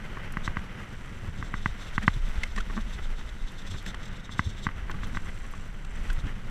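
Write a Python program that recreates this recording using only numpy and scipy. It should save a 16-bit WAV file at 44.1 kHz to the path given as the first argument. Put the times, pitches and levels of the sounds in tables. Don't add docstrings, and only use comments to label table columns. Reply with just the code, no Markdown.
import sys
import numpy as np
from scipy import signal
from scipy.fft import rfft, irfft, next_fast_len
from scipy.io import wavfile
from scipy.ndimage import uniform_filter1d, map_coordinates

SR = 44100
rng = np.random.default_rng(int(sys.argv[2]) if len(sys.argv) > 2 else 0)


def pcm_store(signal):
    levels = np.round(np.clip(np.atleast_2d(signal), -1, 1) * 32767)
    wavfile.write(sys.argv[1], SR, levels.astype(np.int16).T)


N = 286650
TIME = np.arange(N) / SR


def amp(db):
    return 10 ** (np.asarray(db) / 20)


def unit(x):
    return x / np.sqrt(np.mean(x ** 2) + 1e-20)


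def curves(rows):
    times, *columns = np.transpose(rows)
    return [np.interp(TIME, times, column) for column in columns]


def wobble(rate):
    knots = rng.standard_normal(int(N * rate / SR) + 4)
    return map_coordinates(knots, [TIME * rate])


def filtered(x, response):
    size = next_fast_len(N + SR // 2)
    return irfft(rfft(x, size) * response(np.fft.rfftfreq(size, 1 / SR)), size)[:N]


def coloured(x, spectrum):
    f, level = np.transpose(spectrum)
    return unit(filtered(x, lambda hz: amp(np.interp(np.log(hz + 1), np.log(f), level))))


def resonate(x, modes):
    def response(f):
        return sum(amp(db) * 1j * f * width / (hz * hz - f * f + 1j * f * width)
                   for hz, width, db in modes)
    return unit(filtered(x, response))


def soften(x, edge_hz):
    return signal.lfilter(*signal.butter(2, edge_hz, fs=SR), x)


def grains(rate, spread_db):
    hits = (rng.random(N) < rate / SR) * rng.standard_normal(N)
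    return unit(hits * amp(-spread_db * np.clip(rng.standard_normal(N), -2, 2)))


def chatter(rate):
    return (rng.random(N) < rate / SR) * rng.choice([-1, 1], N)


def swells(rows):
    return sum(amp(db) * np.exp(-2 * np.minimum(((TIME - s) / length) ** 2, 20))
               for s, length, db in rows)


def blows(rows):
    s, db = np.transpose(rows)
    return np.bincount(np.round(s * SR).astype(int), amp(db), N)[:N]


# t/s, relative level/dB
GUSTS = [(0.0, -44.5), (0.49, -34), (0.76, -48.5), (1.65, -35), (1.88, -44.5), (1.97, -30), (2.03, -38.5),
         (2.19, -30), (2.46, -35), (3.09, -33.5), (3.28, -39), (4.11, -40), (4.22, -48), (4.98, -33.5),
         (5.77, -40), (6.12, -30), (6.43, -39.5), (6.5, -34)]
# f/Hz, level/dB
BUFFET_SPECTRUM = [(8, -17.5), (18, -3.5), (27, -4), (40, -14.5), (65, -19.5), (120, -51), (300, -75),
                   (800, -100)]
# middle t/s, length/s, level/dB, f/Hz
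LARGE_EDDIES = [(2.2, .075, -18, 28), (2.382, 0.013, -19, 35.97), (2.603, 0.029, -19, 25),
                (2.872, .035, -27, 28), (3.045, .075, -22, 23), (3.335, .025, -29.5, 36.4),
                (3.446, 0.039, -24, 27.8), (6.125, 0.044, -28, 21.97)]
def wind():
    gust_db, = curves(GUSTS)
    eddies = coloured(rng.standard_normal(N), BUFFET_SPECTRUM)
    local_rms = np.sqrt(np.abs(uniform_filter1d(eddies ** 2, size=4000)))
    buffet = amp(gust_db + 3.5 + 1.05 * wobble(24)) * eddies / local_rms
    pumps = sum(swells([(s, length, db)]) * np.sin(2 * np.pi * (hz * TIME + rng.random()))
                for s, length, db, hz in LARGE_EDDIES)
    return buffet + pumps


# t/s, thrum/dB, roar/dB, dust/dB
TRAIL = [(0.0, -44, -47.5, -61.5), (0.43, -42.5, -47, -62), (0.98, -45, -50.5, -61.5),
         (1.47, -44, -50, -62.5), (1.77, -47, -48.5, -61.5), (2.13, -47, -47.5, -57.5),
         (2.51, -46, -48, -58.5), (3.51, -47.5, -52.5, -62.5), (3.86, -43.5, -47.5, -61),
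         (4.24, -46.5, -51.5, -69.5), (4.92, -44, -49, -61), (5.09, -42.5, -50.5, -60),
         (5.45, -47, -51, -60), (5.63, -46, -52, -61.5), (5.88, -45.5, -53, -64.5), (6.08, -44, -47.5, -56),
         (6.23, -45, -47, -61.5), (6.5, -43, -52.5, -61)]
# middle t/s, length/s, level/dB
GRAVEL_PATCHES = [(.24, 0.081, -46), (.76, 0.2, -51), (2.99, 0.013, -44), (3.05, .15, -57),
                  (5.29, 0.046, -47), (5.5, 0.074, -53), (5.94, 0.091, -50), (6.3, .1, -59)]
# f/Hz, level/dB
THRUM_SPECTRUM = [(35, 0.5), (65, 0), (100, 4), (145, -2), (195, 0), (270, -10.5), (400, -14.5),
                  (700, -23.5), (1500, -20), (4000, -68)]
ROAR_SPECTRUM = [(200, -7), (500, 0), (750, -2.5), (1100, -1.5), (1500, 3.5), (1750, 1), (2000, 4),
                 (2350, -3.5), (3100, -4), (3900, -22), (5000, -22), (9000, -36)]
DUST_SPECTRUM = [(2000, 5), (3600, 7), (4600, 0.5), (5200, -1), (5800, 4), (6900, -4), (7600, 0),
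                 (8800, -7), (10000, -6), (11000, -12.5), (13000, -11), (15200, -28)]
def tyres():
    thrum_db, roar_db, dust_db = curves(TRAIL)
    contact_db = 1.3 * wobble(35)
    clumps_db = 1.3 * wobble(90)
    knobs = coloured(rng.standard_normal(N), THRUM_SPECTRUM)
    thrum = amp(thrum_db + 1.86 + 1.17 * contact_db) * knobs
    dirt = coloured(grains(rate=5000, spread_db=0), ROAR_SPECTRUM)
    roar = amp(roar_db - 0.05 + contact_db + clumps_db) * dirt
    gravel_level = amp(0.5 * wobble(30)) * swells(GRAVEL_PATCHES)
    gravel = gravel_level * coloured(chatter(rate=500), ROAR_SPECTRUM)
    dust = amp(dust_db + 3.5 + contact_db) * coloured(grains(rate=12000, spread_db=1), DUST_SPECTRUM)
    fine_grit = amp(dust_db - 13) * coloured(grains(rate=25, spread_db=1), DUST_SPECTRUM)
    return thrum + roar + gravel + dust + fine_grit


# f/Hz, width/Hz, level/dB
FRAME_MODES = [(220, 46, 7.5), (356, 90, 0.5), (650, 33, -2), (856, 37, 0), (1128, 160, 7), (1510, 140, 2),
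               (1770, 130, 2)]
# middle t/s, length/s, relative level/dB
FRAME_JOLTS = [(.172, 0.0063, -33), (2.582, 0.0091, -31.5), (2.708, 0.007, -37), (2.784, 0.007, -33),
               (3.745, 0.0098, -40), (4.904, 0.0081, -31.5), (4.945, 0.013, -39.5), (5.445, 0.02, -41),
               (5.538, 0.0067, -37.5)]
# t/s, relative level/dB
FRAME_BLOWS = [(2.6998, -30.5), (2.7095, -29), (2.7685, -30), (2.7772, -23), (3.9448, -29.5),
               (4.8972, -25.5)]
def frame():
    ring = soften(resonate(signal.unit_impulse(N), FRAME_MODES), edge_hz=1540)[:SR // 10]
    jolts = swells(FRAME_JOLTS) * unit(chatter(rate=3600))
    shudders = signal.fftconvolve(jolts, ring / np.linalg.norm(ring))[:N]
    clanks = signal.fftconvolve(blows(FRAME_BLOWS), ring / np.abs(ring).max())[:N]
    return amp(-3) * shudders + amp(3) * clanks


# t/s, level/dB, f/Hz, t60/s
GRIT_HITS = [(0.3235, -45, 8500, .018), (3.519, -54, 8500, .019), (3.827, -51, 7500, .019),
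             (3.8622, -41, 4200, .022), (4.903, -56, 13000, .022), (5.071, -52, 8500, .03),
             (5.514, -49, 12500, .006), (6.13, -47, 8000, .035)]
def grit():
    out, t = np.zeros(N + SR), TIME[:SR // 20]
    for s, db, hz, t60 in GRIT_HITS:
        click = signal.lfilter(*signal.iirpeak(hz, Q=2, fs=SR), rng.standard_normal(len(t)))
        out[round(s * SR):][:len(t)] += amp(db - 60 * t / t60) * unit(click)
    return out[:N]


# t/s, peak level/dB, low-pass f/Hz
MOUNT_KNOCKS = [(0.3704, -15.5, 3800), (0.4778, -14, 4400), (0.5697, -14.5, 4600), (1.4264, -21.5, 2400),
                (1.5405, -16.5, 3000), (1.6593, -9.5, 3620), (1.9801, -9.5, 4600), (2.0795, -2, 4400),
                (4.293, -27.5, 2000), (4.3935, -8, 3000), (4.6676, -12, 1960), (4.6895, -23.5, 5000),
                (5.034, -24.5, 4000), (5.1488, -27, 3000), (5.1714, -17, 6000)]
# f/Hz, level/dB, t60/s, direction the microphone moves (+1 or -1)
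MOUNT_MODES = [(77, -7.5, 0.073, -1), (195, 1.5, 0.015, 1), (952, -3, 0.0054, -1), (1166, 4, 0.0084, 1),
               (1538, -1.4, 0.013, 1), (1914, -1.4, 0.014, 1), (2019, 4, 0.0072, -1),
               (2680, -16.5, 0.015, -1), (3008, -17.5, 0.013, -1)]
# f/Hz, level/dB
CRACK_SPECTRUM = [(400, -7), (1500, 7.5), (2900, -8), (3600, -6), (4500, -10), (6000, -14), (12000, -33)]
def mount(crack_t60=0.037, crack_rise_s=0.00096):
    knocks, t = np.zeros(N + SR), TIME[:SR // 10]
    ring = sum(direction * amp(db - 60 * t / t60) * np.sin(2 * np.pi * hz * t)
               for hz, db, t60, direction in MOUNT_MODES)
    for s, db, contact_hz in MOUNT_KNOCKS:
        knock = soften(ring, contact_hz)
        knocks[round(s * SR):][:len(t)] += amp(db) * knock / np.abs(knock).max()
    force = blows([(s, db) for s, db, _ in MOUNT_KNOCKS])
    slip_envelope = amp(-60 * t / crack_t60) * (1 - np.exp(-t / crack_rise_s))
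    slips = signal.fftconvolve(force, slip_envelope)[:N]
    cracks = slips * coloured(rng.standard_normal(N), CRACK_SPECTRUM)
    return knocks[:N] + amp(-23.5) * cracks


# middle t/s, length/s, relative level/dB
FORK_STROKES = [(.456, 0.024, -44.5), (1.625, .018, -53.5), (1.825, 0.041, -51.5), (1.955, 0.02, -48.5),
                (2.072, 0.0077, -46), (2.14, 0.013, -49), (2.765, .018, -51), (2.812, 0.016, -51),
                (2.94, .019, -50.5), (3.293, .014, -53.5), (3.483, 0.02, -51.5), (3.593, 0.018, -50),
                (3.622, 0.0089, -55), (3.675, 0.02, -49), (3.712, 0.014, -44.5), (3.785, 0.027, -48.5),
                (3.884, 0.033, -45.5), (4.035, .013, -51.5), (4.059, .011, -49), (4.083, .01, -53),
                (4.132, .01, -56.5), (4.167, 0.017, -52.5), (4.203, .012, -55.5), (4.252, 0.021, -52.5),
                (4.328, 0.026, -47.5), (4.392, 0.021, -46.5), (4.457, 0.037, -49.5), (4.502, 0.015, -48.5),
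                (4.585, .026, -51.5), (4.642, 0.025, -45.5), (5.043, 0.016, -49.5), (5.16, 0.027, -49.5),
                (6.197, 0.023, -52)]
# f/Hz, width/Hz, level/dB
DAMPER_MODES = [(3686, 760, 12), (4280, 200, 2.5), (4920, 370, 4), (5550, 350, 6.5), (6180, 500, 6),
                (7390, 440, 6.5), (8100, 460, -6), (10900, 9900, 0)]
def fork(rough_start_s=1.28, rough_end_s=4.7):
    on_rough = (TIME > rough_start_s) & (TIME < rough_end_s)
    roughness = uniform_filter1d(on_rough.astype(float), size=SR // 4)
    shallow_strokes = roughness * amp(-65.5 + 6 * wobble(26))
    oil = resonate(resonate(chatter(rate=5000), DAMPER_MODES), DAMPER_MODES)
    hiss = unit(soften(oil, edge_hz=7800))
    return amp(1.5) * np.hypot(swells(FORK_STROKES), shallow_strokes) * hiss


# middle t/s, relative level/dB, f/Hz
LOW_SWELLS = [(0.497, -37, 106), (1.289, -28.5, 74), (1.405, -27, 96), (2.038, -28.5, 195),
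              (2.165, -31.5, 108), (2.582, -34.5, 200), (2.665, -34.5, 197), (2.72, -36, 205),
              (2.772, -29.5, 216), (2.883, -35, 180), (3.733, -29.5, 88.6), (4.47, -27, 88.5),
              (4.945, -34, 109), (5.142, -35, 193), (6.101, -31, 78), (6.18, -31.5, 84.5),
              (6.253, -22.5, 79)]
def thuds_and_hum(width_hz=34, swell_s=0.03):
    out = np.zeros(N)
    for s, db, hz in LOW_SWELLS:
        band = signal.lfilter(*signal.iirpeak(hz, hz / width_hz, fs=SR), rng.standard_normal(N))
        out += swells([(s, swell_s, db)]) * unit(band)
    return amp(-3) * soften(out, edge_hz=191)


# start t/s, end t/s, level/dB
COASTING = [(.75, 1.8, -70.5), (5.0, 5.78, -65.5), (5.685, 6.304, -64.5)]
# share of the cycle, level/dB
PAWL_CLICKS = [(0, -1), (.255, 0), (.395, -1), (.535, -1), (.6, -11)]
# f/Hz, width/Hz, level/dB
HUB_MODES = [(6140, 500, 8), (7420, 440, 10), (8100, 370, 5.5)]
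def freehub(ratchet_hz=23, wander=0.021, scatter_db=3.7, fade_s=0.23):
    coasting = sum(amp(db) * np.clip(np.minimum(TIME - start, end - TIME) / fade_s, 0, 1)
                   for start, end, db in COASTING)
    cycles = np.cumsum(ratchet_hz * (1 + wander * wobble(4.7))) / SR
    snaps = np.zeros(N)
    for share, db in PAWL_CLICKS:
        tooth = np.floor(cycles - share)
        snaps[:-1] += amp(db) * np.diff(tooth)
    snaps *= amp(scatter_db * rng.standard_normal(N))
    return coasting * resonate(resonate(snaps, HUB_MODES), HUB_MODES)


# middle t/s, length/s, relative level/dB, struck part's f/Hz
RATTLE_BURSTS = [(2.033, 0.011, -41, 1840), (2.437, 0.0057, -30.5, 2100), (2.564, 0.005, -35.5, 1930),
                 (2.583, 0.012, -40, 1830), (2.608, 0.006, -38.5, 1450), (3.865, 0.0038, -39.5, 1990),
                 (3.947, 0.0035, -39.5, 1900), (4.915, 0.0052, -41.5, 1480), (5.85, .004, -45, 1400),
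                 (6.1033, 0.0054, -38.5, 1590), (6.269, .006, -48, 1580)]
# f/Hz, width/Hz, level/dB
CHAIN_MODES = [(2600, 340, -3), (3130, 290, -4.5), (4170, 400, -15), (5640, 1250, -13.5), (7300, 400, -10),
               (9050, 2300, -25)]
def rattles(ring_width_hz=205, ring_db=8.5):
    contacts = soften(chatter(rate=6000), edge_hz=5850)
    out = np.zeros(N)
    for s, length, db, hz in RATTLE_BURSTS:
        modes = [(hz, ring_width_hz, ring_db), *CHAIN_MODES]
        out += swells([(s, length, db)]) * resonate(contacts, modes)
    return amp(4) * out


def scene():
    mix = wind() + tyres() + frame() + grit() + mount() + fork() + thuds_and_hum() + freehub() + rattles()
    return mix[None]


def record(dry):
    return filtered(dry[0], lambda hz: hz < 15280)[None]


dry = scene()
out = record(dry)
pcm_store(out)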